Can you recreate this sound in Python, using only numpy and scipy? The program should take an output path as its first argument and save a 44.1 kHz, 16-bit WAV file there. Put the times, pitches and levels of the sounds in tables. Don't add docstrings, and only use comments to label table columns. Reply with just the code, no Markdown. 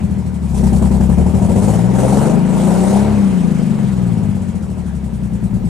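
import sys
import numpy as np
from scipy import signal
from scipy.fft import rfft, irfft, next_fast_len
from scipy.io import wavfile
from scipy.ndimage import uniform_filter1d

SR = 44100
rng = np.random.default_rng(int(sys.argv[2]) if len(sys.argv) > 2 else 0)


def pcm_store(signal):
    levels = np.round(np.clip(np.atleast_2d(signal), -1, 1) * 32767)
    wavfile.write(sys.argv[1], SR, levels.astype(np.int16).T)


N = 250913

# t/s, four-stroke cycle rate f/Hz
ENGINE_SPEED = [(0.0, 13.94), (0.3, 12.35), (0.57, 10.75), (1.0, 10.92), (1.4, 13.07), (1.9, 20.98),
                (2.04, 21.03), (2.4, 26.19), (2.63, 27.99), (2.95, 33.66), (3.09, 35.34), (3.35, 30.02),
                (3.75, 23.66), (4.2, 17.54), (4.65, 13.12), (5.05, 10.64), (5.69, 8.92)]
# mean pulse size loaded, coasting, idling [0-1], mean runner delay/ms
CYLINDERS = [(0.62, 0.35, 0.3, 0.96), (0.73, 0.53, 0.54, 0.73), (0.3, 0.68, 0.74, 0.27),
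             (0.31, 0.77, 0.9, 0.22), (0.97, 0.5, 0.48, 1.244), (0.78, 0.27, 0.19, 1.34)]
# f/Hz, width/Hz, relative level/dB
PIPE_MODES = [
    [(68.5, 8.4, -5.5), (115.2, 12.1, -6.5), (138.4, 9.7, -11.5), (180.3, 40, -10.5), (200.3, 25.7, -1.5),
     (393.7, 8.5, -19)],
    [(66.6, 11.5, -4.5), (121.8, 15.6, -8.5), (136.5, 40.7, -11), (182.9, 17, -3), (198.6, 7.8, -20),
     (411, 8.6, -32)],
]
# f/Hz, width/Hz, relative level/dB
SHELL_MODES = [(266.6, 12, 10), (368.4, 31, 0.5), (525.6, 58, -1.4), (627, 39, -3), (774, 40, -5),
               (930, 66, -10.5)]
# f/Hz, relative level/dB
RUMBLE_SPECTRUM = [(20, -30), (35, 20), (66, -19), (95, 15), (190, -2), (240, 0), (330, -38)]
RASP_SPECTRUM = [(200, -80), (270, -1.5), (330, -1.5), (390, -2.5), (510, -0.5), (560, -6), (620, -7),
                 (700, -6.5), (790, -5), (860, -12), (940, -5.5), (1050, -17.5), (1500, -23), (3000, -30.5),
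                 (6000, -78)]
HISS_SPECTRUM = [(1500, -31), (3500, -13.5), (5800, -11.5), (8200, -6), (10500, -12), (13000, -25),
                 (14500, -28), (15600, -42)]
WHIR_SPECTRUM = [(200, -4), (400, 4), (900, -3.5), (1300, -5), (2500, -10.5), (4600, -19), (8500, -21.5),
                 (12000, -32), (14000, -56), (15600, -73)]
# f/Hz, correlation [0-1]
LIKENESS = [(60, 1), (180, 0.57), (550, 0.6), (1650, 0.62), (4970, 0.4), (15000, 0.83)]
# f/Hz, level/dB
LEFT_LEVEL = [(30, 18), (66, 2), (180, 10), (300, 4.5), (600, 5.5), (1400, 2.5), (6000, 0.4), (15000, -1.5)]
# f/Hz, phase/rad
LEFT_LEAD = [(30, 1), (340, -1.14), (1030, 0.31), (1900, -1.2), (2500, 0.76), (15000, -0.47)]
# f/Hz, time to fall 60 dB/s
REVERB_TIME = [(30, 0.18), (70, 1), (500, 0.73), (3000, 0.051)]
# rasp open, hiss open, hiss shut, each level/dB
BREATH = [(-1, 0, -4.5), (1, 2, -5.5), (-2.5, 0, -4), (-3, -3.5, 3.5), (-7, -5, 2.5), (3.5, 1.5, 0)]
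# start t/s, rise/s, hold/s, release/s, extra hiss level/dB, extra rasp level/dB
PEDAL_PRESSES = [(0.427, .14, 0.22, 0.47, 13, 5), (.8, .88, .04, .21, 14, 6.5),
                 (1.896, 0.086, 0.28, 0.15, 13.5, 9), (2.433, 0.16, 0.39, 0.09, 10.5, 3.5)]
# start t/s, rise/s, hold/s, release/s
LOADED = (.52, .11, 2.49, .04)
# start t/s, rise/s, hold/s, release/s
OFF_IDLE = (.3, .2, 3.8, .15)
# t/s, level/dB
BOOM_LEVEL = [(0, -15), (.38, -19), (.55, -15.5), (.61, -10), (1.1, -10.5), (1.7, -12), (1.98, -12),
              (2.3, -12.5), (3.2, -11), (3.55, -14.5), (4.2, -14.5), (4.58, -20.5), (5.05, -20),
              (5.69, -15.5)]

SLOW_SPEED = 11
HISS_DB, HISS_DB_PER_OCTAVE = -51, 4.5
RASP_DB, RASP_DB_PER_OCTAVE = -40.5, 4.5
LOAD_RASP_DB, RASP_FOLLOWS_BOOM = 7, 0.24
AIR_LEAD_S = .1
TOP_HZ = 15620


def amp(db):
    return 10 ** (np.asarray(db) / 20)


def unit(x):
    return x / np.sqrt(np.mean(x ** 2) + 1e-20)


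def evened(x):
    return x / np.sqrt(np.abs(uniform_filter1d(x ** 2, size=SR // 5)) + 1e-12)


def along(points, hz):
    point_hz, values = np.transpose(points)
    return np.interp(np.log(hz + 1), np.log(point_hz + 1), values)


def curves(rows):
    seconds, *columns = np.transpose(rows)
    return [np.interp(np.arange(N) / SR, seconds, column) for column in columns]


def spell(start_s, rise_s, hold_s, release_s):
    corners = np.cumsum([start_s, rise_s, hold_s, release_s])
    return np.interp(np.arange(N) / SR, corners, [0, 1, 1, 0])


def filtered(x, response):
    size = next_fast_len(N + SR // 2)
    return irfft(rfft(x, size) * response(np.fft.rfftfreq(size, 1 / SR)), size)[..., :N]


def ringing(modes):
    def response(f):
        total = 0
        for j, (centre, width, db) in enumerate(modes):
            resonance = 1j * f * width / (centre * centre - f * f + 1j * f * width)
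            total = total + (-1) ** j * amp(db) * resonance
        return total
    return response


def rush(spectrum, patchy_db):
    z = signal.stft(rng.standard_normal((2, N)), nperseg=512)[2]
    field = uniform_filter1d(rng.standard_normal(z.shape[1:]), size=6, axis=0)
    field = uniform_filter1d(field, size=8, axis=1)
    pair = signal.istft(z * amp(patchy_db * unit(field)), nperseg=512)[1][:, :N]

    def mid_side_response(hz):
        turn = np.arccos(np.clip(along(LIKENESS, hz), -1, 1)) / 2
        return amp(along(spectrum, hz)) * [np.cos(turn), np.sin(turn)]

    mid, side = filtered(pair, mid_side_response)
    return unit(np.array([mid + side, mid - side]))


def octaves():
    return np.log2(curves(ENGINE_SPEED)[0] / SLOW_SPEED)


def crank(delay_s=0):
    t = np.arange(N) / SR
    firings = len(CYLINDERS) * np.cumsum(curves(ENGINE_SPEED)[0]) / SR
    return np.interp(t - delay_s, t, firings)


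def by_cylinder(values, firings):
    return uniform_filter1d(np.asarray(values)[firings.astype(int) % len(values)], size=130)


def garage(x):
    hz, t, z = signal.stft(rng.standard_normal((2, SR // 2)), SR, nperseg=1024)
    decay = amp(-60 * t / along(REVERB_TIME, hz)[:, None])
    tail = signal.istft(z * decay, SR, nperseg=1024)[1]
    return signal.fftconvolve(x[None], tail / np.linalg.norm(tail[0]), axes=1)[:, :N]


def machinery(boom_db):
    panels = amp(boom_db - 17 - 6 * octaves()) * rush(RUMBLE_SPECTRUM, patchy_db=2)
    whir_db = -43 + 5.02 * octaves() + 0.39 * (boom_db - boom_db.min())
    return amp(whir_db) * rush(WHIR_SPECTRUM, patchy_db=1.84) + panels


def levels(boom_db, load):
    extra_hiss_db, extra_rasp_db = sum(np.outer(row[4:], spell(*row[:4])) for row in PEDAL_PRESSES)
    rasp_db = RASP_DB + RASP_DB_PER_OCTAVE * octaves() + LOAD_RASP_DB * load + extra_rasp_db
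    rasp_db = rasp_db + RASP_FOLLOWS_BOOM * (boom_db - boom_db.min())
    hiss_db = HISS_DB + HISS_DB_PER_OCTAVE * octaves() + extra_hiss_db
    return rasp_db, hiss_db


def gas(rasp_db, hiss_db, throttle):
    rasp_open, hiss_open, hiss_shut = np.transpose(BREATH)
    depth = np.clip(1.1 * (SLOW_SPEED / curves(ENGINE_SPEED)[0]) ** .9, 0, 1.3)
    firings = crank(delay_s=.004) + .6

    puff = 1 + 0.52 * np.cos(2 * np.pi * (firings - .4))
    rasp_breath = 0.96 * depth * throttle * by_cylinder(rasp_open, firings)
    rasp = amp(rasp_db + rasp_breath) * puff * rush(RASP_SPECTRUM, patchy_db=1.9)

    air = spell(LOADED[0] - AIR_LEAD_S, *LOADED[1:])
    breath = air * by_cylinder(hiss_open, firings) + (1 - air) * by_cylinder(hiss_shut, firings)
    flutter = 1 + 0.028 * np.cos(2 * np.pi * (firings - .3))
    hiss = amp(hiss_db + depth * breath) * flutter * rush(HISS_SPECTRUM, patchy_db=2.0)
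    return rasp + hiss


def boom(boom_db, bark_db, throttle):
    loaded, coast, idle, delay_ms = np.transpose(CYLINDERS)
    firings = crank()
    k = np.arange(int(firings[-1]))
    at = np.interp(k + .25, firings, np.arange(N))
    moment = at.astype(int)
    who, opening = k % len(CYLINDERS), throttle[moment]
    chance = rng.standard_normal((len(k), 2))

    shut = idle[who] + spell(*OFF_IDLE)[moment] * (coast - idle)[who]
    size = shut + opening * (loaded[who] - shut)
    size = size * amp((1.1 - .5 * opening) * chance[:, 0])
    delay = SR / 1000 * (delay_ms[who] + .04 * chance[:, 1])
    at = np.clip(at + delay, 0, N - 1).astype(int)
    banks = [np.bincount(at, size * (k % 2 == bank), N) for bank in range(len(PIPE_MODES))]

    low = sum(filtered(blows, ringing(modes)) for blows, modes in zip(banks, PIPE_MODES))
    low = filtered(low, lambda f: 1 / (1 + 1j * f / 450) ** 2 * (1j * f / (40 + 1j * f)) ** 2)
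    shell = ringing(SHELL_MODES)
    bark = filtered(sum(banks),
                    lambda f: shell(f) * (1j * f / (300 + 1j * f)) ** 2 / (1 + 1j * f / 1100) ** 2)
    return amp(boom_db) * evened(low) + amp(bark_db) * evened(bark)


def scene():
    boom_db, = curves(BOOM_LEVEL)
    throttle = spell(*LOADED)
    rasp_db, hiss_db = levels(boom_db, throttle)
    pulses = boom(boom_db, rasp_db - 11 + 7.5 * throttle, throttle)
    echoes = amp(-19) * garage(pulses)
    noise = gas(rasp_db + 0.2 - 1.0 * throttle, hiss_db, throttle)
    return pulses + echoes + noise + machinery(boom_db)


def record(dry):
    side = np.array([[.5], [-.5]])

    def port_response(hz):
        return amp(side * along(LEFT_LEVEL, hz) - 0.7) * np.exp(1j * side * along(LEFT_LEAD, hz))

    ports = filtered(dry, port_response)
    rounded = ports / (1 + np.abs(ports) ** 8) ** (1 / 8)
    return filtered(rounded, lambda hz: hz < TOP_HZ)


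dry = scene()
out = record(dry)
pcm_store(out)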